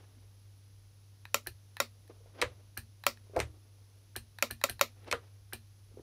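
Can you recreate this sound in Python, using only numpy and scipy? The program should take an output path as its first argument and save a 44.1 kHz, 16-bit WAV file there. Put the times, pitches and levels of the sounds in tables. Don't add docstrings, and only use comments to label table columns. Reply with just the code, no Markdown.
import sys
import numpy as np
from scipy import signal
from scipy.fft import rfft, irfft, next_fast_len
from scipy.io import wavfile
from scipy.ndimage import uniform_filter1d, map_coordinates

SR = 44100
rng = np.random.default_rng(int(sys.argv[2]) if len(sys.argv) > 2 else 0)


def volts(x):
    e = np.asarray(x, float) / 20
    return 10 ** e


def unload_wav(signal):
    wavfile.write(
        sys.argv[1],
        SR,
        np.round(np.clip(np.atleast_2d(signal).T, -1, 1) * 32767).astype(np.int16),
    )


N = 265526
SPAN = 16384

# start_s, peak_db, body_db, brightness_db, desk_ring_db
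SNAPS = [
    (1.343, -10, 2, 1.5, -2.5),
    (1.801, -11.5, 2, -2, -0.5),
    (3.065, -8, 2, 1, 1),
    (4.424, -9, 2.5, 0.5, 3.5),
    (4.638, -7.5, 2, -0.5, 3.5),
    (4.811, -5.5, 1.5, 0, 3),
]
TICKS = [
    (1.2526, -32.5, 1, -10.5, -5.5),
    (1.7674, -31.5, -2, -6, -2),
    (2.0767, -52, -20, 9, 9),
    (3.037, -31, -3, -4, 3),
    (3.1717, -47.5, -8, -4, 1.5),
    (4.3854, -32.5, -2.5, -2, -4),
    (4.6134, -33, 1, -8, -4.5),
         (4.7932, -29.5, 3.5, -4, -4),
    (5.001, -59, -12, 2, 0),
    (5.044, -50.5, -11, -0.5, 0),
]
RELEASES = [
    (1.4698, -24.5, 1.5, -3, -4),
    (2.7739, -22.5, -1, -2.5, 3.5),
    (4.1619, -23, 1, -4, -0.5),
    (4.5086, -23, 1.5, -3.5, 1),
    (4.6956, -22, 0.5, -3, -0.5),
    (5.5323, -26, 3, -5.5, 0),
]
SPRINGS = [
    (1.4639, -34.5, 2.5, -19, -0.5),
    (2.7702, -31, -6, -0.5, 0),
    (4.1563, -31, 3.5, -2.5, -9),
    (4.5047, -32.5, -3.5, -4, -7.5),
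    (4.6898, -30.5, 0, 0, 0),
    (5.5255, -31.5, 0.5, 1, 1.5),
]
RATTLES = [
    (2.4144, -10.5, -9, -6, 0),
    (3.362, -18, 15, -9.5, -1.5),
    (3.3904, -23.5, -12.5, -2.5, 1.5),
    (3.4002, -10.5, 4, -3.5, -5.5),
    (5.0767, -38.5, -5, -7, 0),
    (5.1121, -12.5, -8.5, -4, -3),
]
SEATS = [
    (2.422, -12.5, 0.018, 0.0057, 0.0012),
    (5.125, -13, 0.0047, 0.0073, 0.0077),
]

# pitch_hz, width_hz, level_db
SNAP_MODES = [(234, 9.9, -6), (260, 21, -15), (565.5, 42, 3.5), (892.4, 230, -20.5), (1095, 224, -1),
              (1350, 69.5, 4), (1960, 200, -2.5), (2498.4, 340, -1), (3205, 36, -6), (3775, 86, -5.5),
              (4457, 110, -3.5), (5628, 190, -5.5), (7060, 187, -3), (10500, 1800, -14.5),
              (12370, 370, -6.5), (14980, 740, -14)]
TICK_MODES = [(920, 280, -5.5), (1760, 190, 1), (2520, 140, -4.5), (4000, 260, -4.5), (8500, 1500, -20.5),
              (11380, 2000, -14.5)]
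RELEASE_MODES = [(227.4, 7, -1), (270, 27, -10.5), (364, 52, -5), (750, 120, -10.5), (1745, 260, -7),
                 (1756, 47, 0), (2392, 57, -6.5), (2950, 270, -9), (4126, 140, -5.5), (5830, 1000, -16),
                 (8070, 44, -7.5), (9090, 350, -4.5), (11110, 470, -4), (13100, 2000, -9.5)]
SPRING_MODES = [(1512, 550, -0.5), (1876, 250, 3), (2920, 1400, -4.5), (4494, 640, -25)]
RATTLE_MODES = [(470, 186, 1), (2260, 284, 2), (4000, 390, -5.5), (5770, 480, -4.5), (8700, 1000, -7.5),
                (12800, 1300, -19)]
SEAT_MODES = [(238, 23, -25.5), (460, 72, 1), (556, 58, -10), (770, 150, -13.5), (1020, 68, 0.5),
              (1247, 67, 3.5), (1874, 270, -1), (2440, 437, -6.5), (4000, 1700, -16), (6900, 3500, -17),
              (12180, 3000, -24)]

# start_s, peak_db, pitch_hz, t60_s
HOUSING_RINGS = [(0.17, -57.5, 249.3, 0.092), (2.097, -44.5, 380, 0.047), (2.205, -52.5, 460, 0.045),
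                 (2.259, -44.5, 520, 0.022), (2.353, -53.5, 483, 0.12), (2.402, -55, 480, 0.06),
                 (2.496, -64, 260, 0.062), (2.598, -55, 482.7, 0.034), (3.297, -44.5, 407, 0.0257),
                 (3.335, -38, 393, 0.041), (3.345, -35.5, 494, 0.012), (3.409, -47.5, 460, 0.1),
                 (5.074, -49, 483, 0.11), (5.913, -57.5, 438, 0.088), (5.941, -50, 244, 0.052),
                 (5.972, -36, 407, 0.04), (5.996, -37, 355, 0.021),
                 (2.4235, -22.5, 494, 0.0685),
    (5.126, -24.5, 470, 0.06),
    (3.3625, -24.5, 512, 0.094),
    (3.3687, -15, 683, 0.031),
    (3.376, -28, 494, 0.052),
    (3.3923, -22.5, 481, 0.038),
    (3.449, -61, 311.1, 0.82),
]
# start_s, peak_db, scrape_db
DRAGS = [
    (0.0, -67, 9),
    (2.099, -57.5, 0.5),
    (2.268, -71, 3.5),
    (2.424, -42, -8.5),
    (2.606, -72, -2),
    (3.337, -58, 4),
    (3.367, -30, -13.5),
    (3.404, -43.5, -17.5),
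    (5.128, -43.5, -8),
]
# firmest_s, level_db, scrape_db, swell_db_per_s, fade_db_per_s
SLIDES = [
    (0.05, -69.5, 8, 28.5, 45),
    (2.25, -73, 3, 29, 58),
    (2.35, -66.5, 6.5, 900, 40.5),
    (2.41, -58.5, 13, 249.5, 153),
    (3.328, -70.5, 4, 74.5, 15),
    (5.056, -65, 11, 89, 56),
    (5.084, -55.5, 8, 600, 300),
    (5.194, -81.5, 5, 90, 70),
    (5.99, -69, 2, 153, 60),
]
# start_s, peak_db
JOLTS = [
    (2.426, -40),
    (2.452, -49.5),
    (3.362, -33.5),
    (3.389, -49),
    (3.4145, -36),
    (5.122, -45),
    (5.158, -54),
    (5.96, -55),
    (5.992, -48.5),
]
# pitch_hz, level_db, t60_s
DESK_MODES = [(50, -6, .25), (78, 0, .3), (118, -1, .28)]

# frequency_hz, density_db_per_hz
SKIN_SPECTRUM = [(120, -33.5), (250, -3.5), (480, 0), (900, -9.5), (1500, -14.5), (3000, -60)]
SCRAPE_SPECTRUM = [(500, -23.5), (1000, 2), (2200, 2.5), (4000, -4.5), (6000, -11), (9000, -41)]
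RUMBLE_SPECTRUM = [(15, -43), (35, -4.5), (60, 0), (80, -4), (125, -3.5), (170, -16.5), (300, -48.5)]
HISS_SPECTRUM = [(76, -30.5), (130, 3.5), (216, -3.5), (254, -2), (365, -5.5), (457, -6.5), (516, -7.5),
                 (594, -10), (1850, -15), (6110, -11), (7640, -23), (11000, -12), (13200, -26),
                 (15200, -18), (16500, -53)]
WHINE_SPECTRUM = [(10400, -41), (10730, -9.5), (10800, 0.5), (10870, -6), (11200, -41)]
# frequency_hz, t60_s
ROOM_DECAY = [(200, 0.19), (600, 0.092), (2000, 0.1296), (5000, .15), (12000, 0.1224)]
# frequency_hz, gain_db
ECHO_COLOUR = [(200, -3.5), (1000, 1.5), (3000, 0), (5000, 1), (7000, -4), (10000, 2), (15000, 0)]
# frequency_hz, gain_db
MICROPHONE = [(15600, 1), (15900, -26), (16900, -26), (17150, -84.5)]


def switch():
    return (strike(SNAPS, SNAP_MODES, chatter_s=0.0008286, gain_db=-1.5, room_db=-6.0, soft_hz=30000, blur=3.5)
            + strike(TICKS, TICK_MODES, chatter_s=0.00088, gain_db=-1.5, room_db=-9,
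                     soft_hz=30480, blur=1.3)
            + strike(RELEASES, RELEASE_MODES, chatter_s=0.001, gain_db=-1.7, room_db=-4.5,
                     soft_hz=29000, blur=2.2)
            + strike(SPRINGS, SPRING_MODES, chatter_s=0.00005, gain_db=-12, room_db=5, soft_hz=900, blur=1.3)
            + strike(RATTLES, RATTLE_MODES, chatter_s=0.0014, gain_db=-7.0, room_db=-1.5,
                     soft_hz=30650, blur=3.5)
            + strike(SEATS, SEAT_MODES, chatter_s=0.000962, gain_db=-2.0, room_db=0.5,
                     soft_hz=11900, blur=2.735))


def strike(events, modes, chatter_s, gain_db, room_db, soft_hz, blur):
    out = np.zeros(N + SPAN)
    t, f = np.arange(SPAN) / SR, np.fft.rfftfreq(2 * SPAN, 1 / SR)
    hz, width, mode_db = np.transpose(modes)[:, :, None]
    polarity = (-1.) ** np.arange(len(modes))[:, None]
    contact = polarity / (1 + 1j * f / soft_hz) ** 2
    wide = width * np.where(hz > 300, blur, 1)
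    near = contact * resonance(f, hz, width)
    far = contact * resonance(f, hz, wide) * np.sqrt(width / wide) * volts(along(ECHO_COLOUR, hz))
    for start_s, peak_db, body_db, bright_db, desk_db in events:
        envelope = np.sqrt(t / chatter_s) * np.exp(-t / chatter_s)
        chatter = rfft(rng.standard_normal(SPAN) * envelope, 2 * SPAN)
        chatter /= uniform_filter1d(np.abs(chatter), size=901) + 1e-9
        tilt_db = body_db * (hz < 900) + bright_db * (hz > 5000) + desk_db * (hz < 300)
        gains = volts(mode_db + rng.normal(0, 1, hz.shape) + tilt_db)
        blow = np.exp(-2j * np.pi * f * chatter_s * rng.uniform(0.45, 2, hz.shape))
        push = np.where(hz < 3300, blow, chatter)
        direct = irfft((push * gains * near).sum(axis=0))[:SPAN]
        reflected = irfft((gains * far).sum(axis=0))[:SPAN]
        echo = signal.fftconvolve(reflected, room())[:SPAN]
        level = volts(peak_db + gain_db) / np.abs(direct).max()
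        out[round((start_s + 0.0005) * SR):][:SPAN] += level * (direct + volts(room_db) * echo)
    return out[:N]


def resonance(f, hz, width):
    return 1j * f * width / (hz * hz - f * f + 1j * f * width)


def thumb():
    return housing() + friction()


def housing():
    out, t = np.zeros(N + SPAN), np.arange(SPAN) / SR
    # 2 dB above the level listed in SPRINGS, before the housing's own
    # gain, 1620 Hz, t60 0.017 s
    twangs = [(start_s, peak_db + 2, 1620, 0.017) for start_s, peak_db, *_ in SPRINGS]
    for start_s, peak_db, hz, t60 in HOUSING_RINGS + twangs:
        envelope = (1 - np.exp(-t / 0.0015)) * volts(-60 * t / t60)
        tones = np.sin(2 * np.pi * hz * t) + 0.5 * np.sin(2 * np.pi * 1.2 * hz * t)
        pad = envelope * tones
        echo = signal.fftconvolve(pad, room())[:SPAN]
        out[round(start_s * SR):][:SPAN] += volts(peak_db - 2.0) * (pad + volts(-8.5) * echo)
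    return out[:N]


def friction():
    lumps = volts(3 * wobble(70))
    skin = unit(lumps * noise(SKIN_SPECTRUM))
    scrape = unit(lumps * noise(SCRAPE_SPECTRUM))
    rise_db_per_s, fall_db_per_s = 3000.5, 457
    strokes = SLIDES + [(*drag, rise_db_per_s, fall_db_per_s) for drag in DRAGS]
    out = np.zeros(N)
    for peak_s, level_db, scrape_db, rise, fall in strokes:
        out += touch(peak_s, level_db, rise, fall) * (skin + volts(scrape_db - 15) * scrape)
    return out


def touch(peak_s, level_db, rise_db_per_s, fall_db_per_s):
    t = np.arange(N) / SR - peak_s
    return volts(level_db + np.where(t < 0, rise_db_per_s * t, -fall_db_per_s * t))


def desk():
    out, t = np.zeros(N + SPAN), np.arange(SPAN) / SR
    lag_s, rise_s, crest_s = 0.005, 0.006, 0.0195
    moving = np.clip(t - lag_s, 0, None)
    sway = np.zeros(SPAN)
    for hz, level_db, t60 in DESK_MODES:
        sway += volts(level_db - 60 * moving / t60) * np.cos(2 * np.pi * hz * (t - crest_s))
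    thud = (1 - np.exp(-moving / rise_s)) * sway
    thud /= np.abs(thud).max()
    jolts = JOLTS + [(start_s, peak_db - 20.5) for start_s, peak_db, *_ in RELEASES]
    jolts = jolts + [(start_s, peak_db - 49.5) for start_s, peak_db, *_ in SNAPS]
    for start_s, peak_db in jolts:
        out[round(start_s * SR):][:SPAN] += volts(peak_db) * thud
    return out[:N]


def room():
    hz, t, z = signal.stft(rng.standard_normal(SPAN), SR, nperseg=128)
    decay = volts(-60 * t / along(ROOM_DECAY, hz)[:, None])
    tail = signal.istft(z * decay, SR, nperseg=128)[1][:SPAN]
    tail = np.pad(tail, (round(0.0028 * SR), 0))[:SPAN]
    return tail / np.linalg.norm(tail)


def background():
    whine = volts(-84) * noise(WHINE_SPECTRUM)
    hiss = volts(-70 + 0.18 * wobble(3.7)) * noise(HISS_SPECTRUM)
    return hum() + whine + hiss + rumble()


def hum():
    phase = 2 * np.pi * 99.26 * np.arange(N) / SR + 0.063 * wobble(27)
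    return np.sqrt(2) * np.sin(phase) * volts(-58.5 + 1.5 * wobble(26) + 0.6 * wobble(1.7))


def rumble():
    shaken = volts(-71.5 + 2 * wobble(8.4)) * noise(RUMBLE_SPECTRUM)
    return coloured(shaken, [(20, -20.0), (40, 4.5), (150, -3), (250, -30.5)])


def unit(x):
    return x / np.sqrt(np.mean(x ** 2) + 1e-20)


def along(points, hz):
    f, value = np.transpose(points)
    return np.interp(np.log(hz + 1), np.log(f + 1), value)


def wobble(rate):
    knots = rng.standard_normal(int(N * rate / SR) + 4)
    return map_coordinates(knots, [np.arange(N) * rate / SR])


def noise(spectrum):
    return unit(coloured(rng.standard_normal(N), spectrum))


def coloured(x, spectrum):
    m = next_fast_len(N + SPAN)
    gain = volts(along(spectrum, np.fft.rfftfreq(m, 1 / SR)))
    return irfft(rfft(x, m) * gain, m)[..., :N]


def scene():
    return (switch() + thumb() + desk() + background())[None]


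def band_limit(x):
    return signal.sosfilt(signal.butter(12, 17140, fs=SR, output="sos"), x)


def record(dry):
    mix = coloured(dry, MICROPHONE)
    return band_limit(mix)


dry = scene()
out = record(dry)
unload_wav(out)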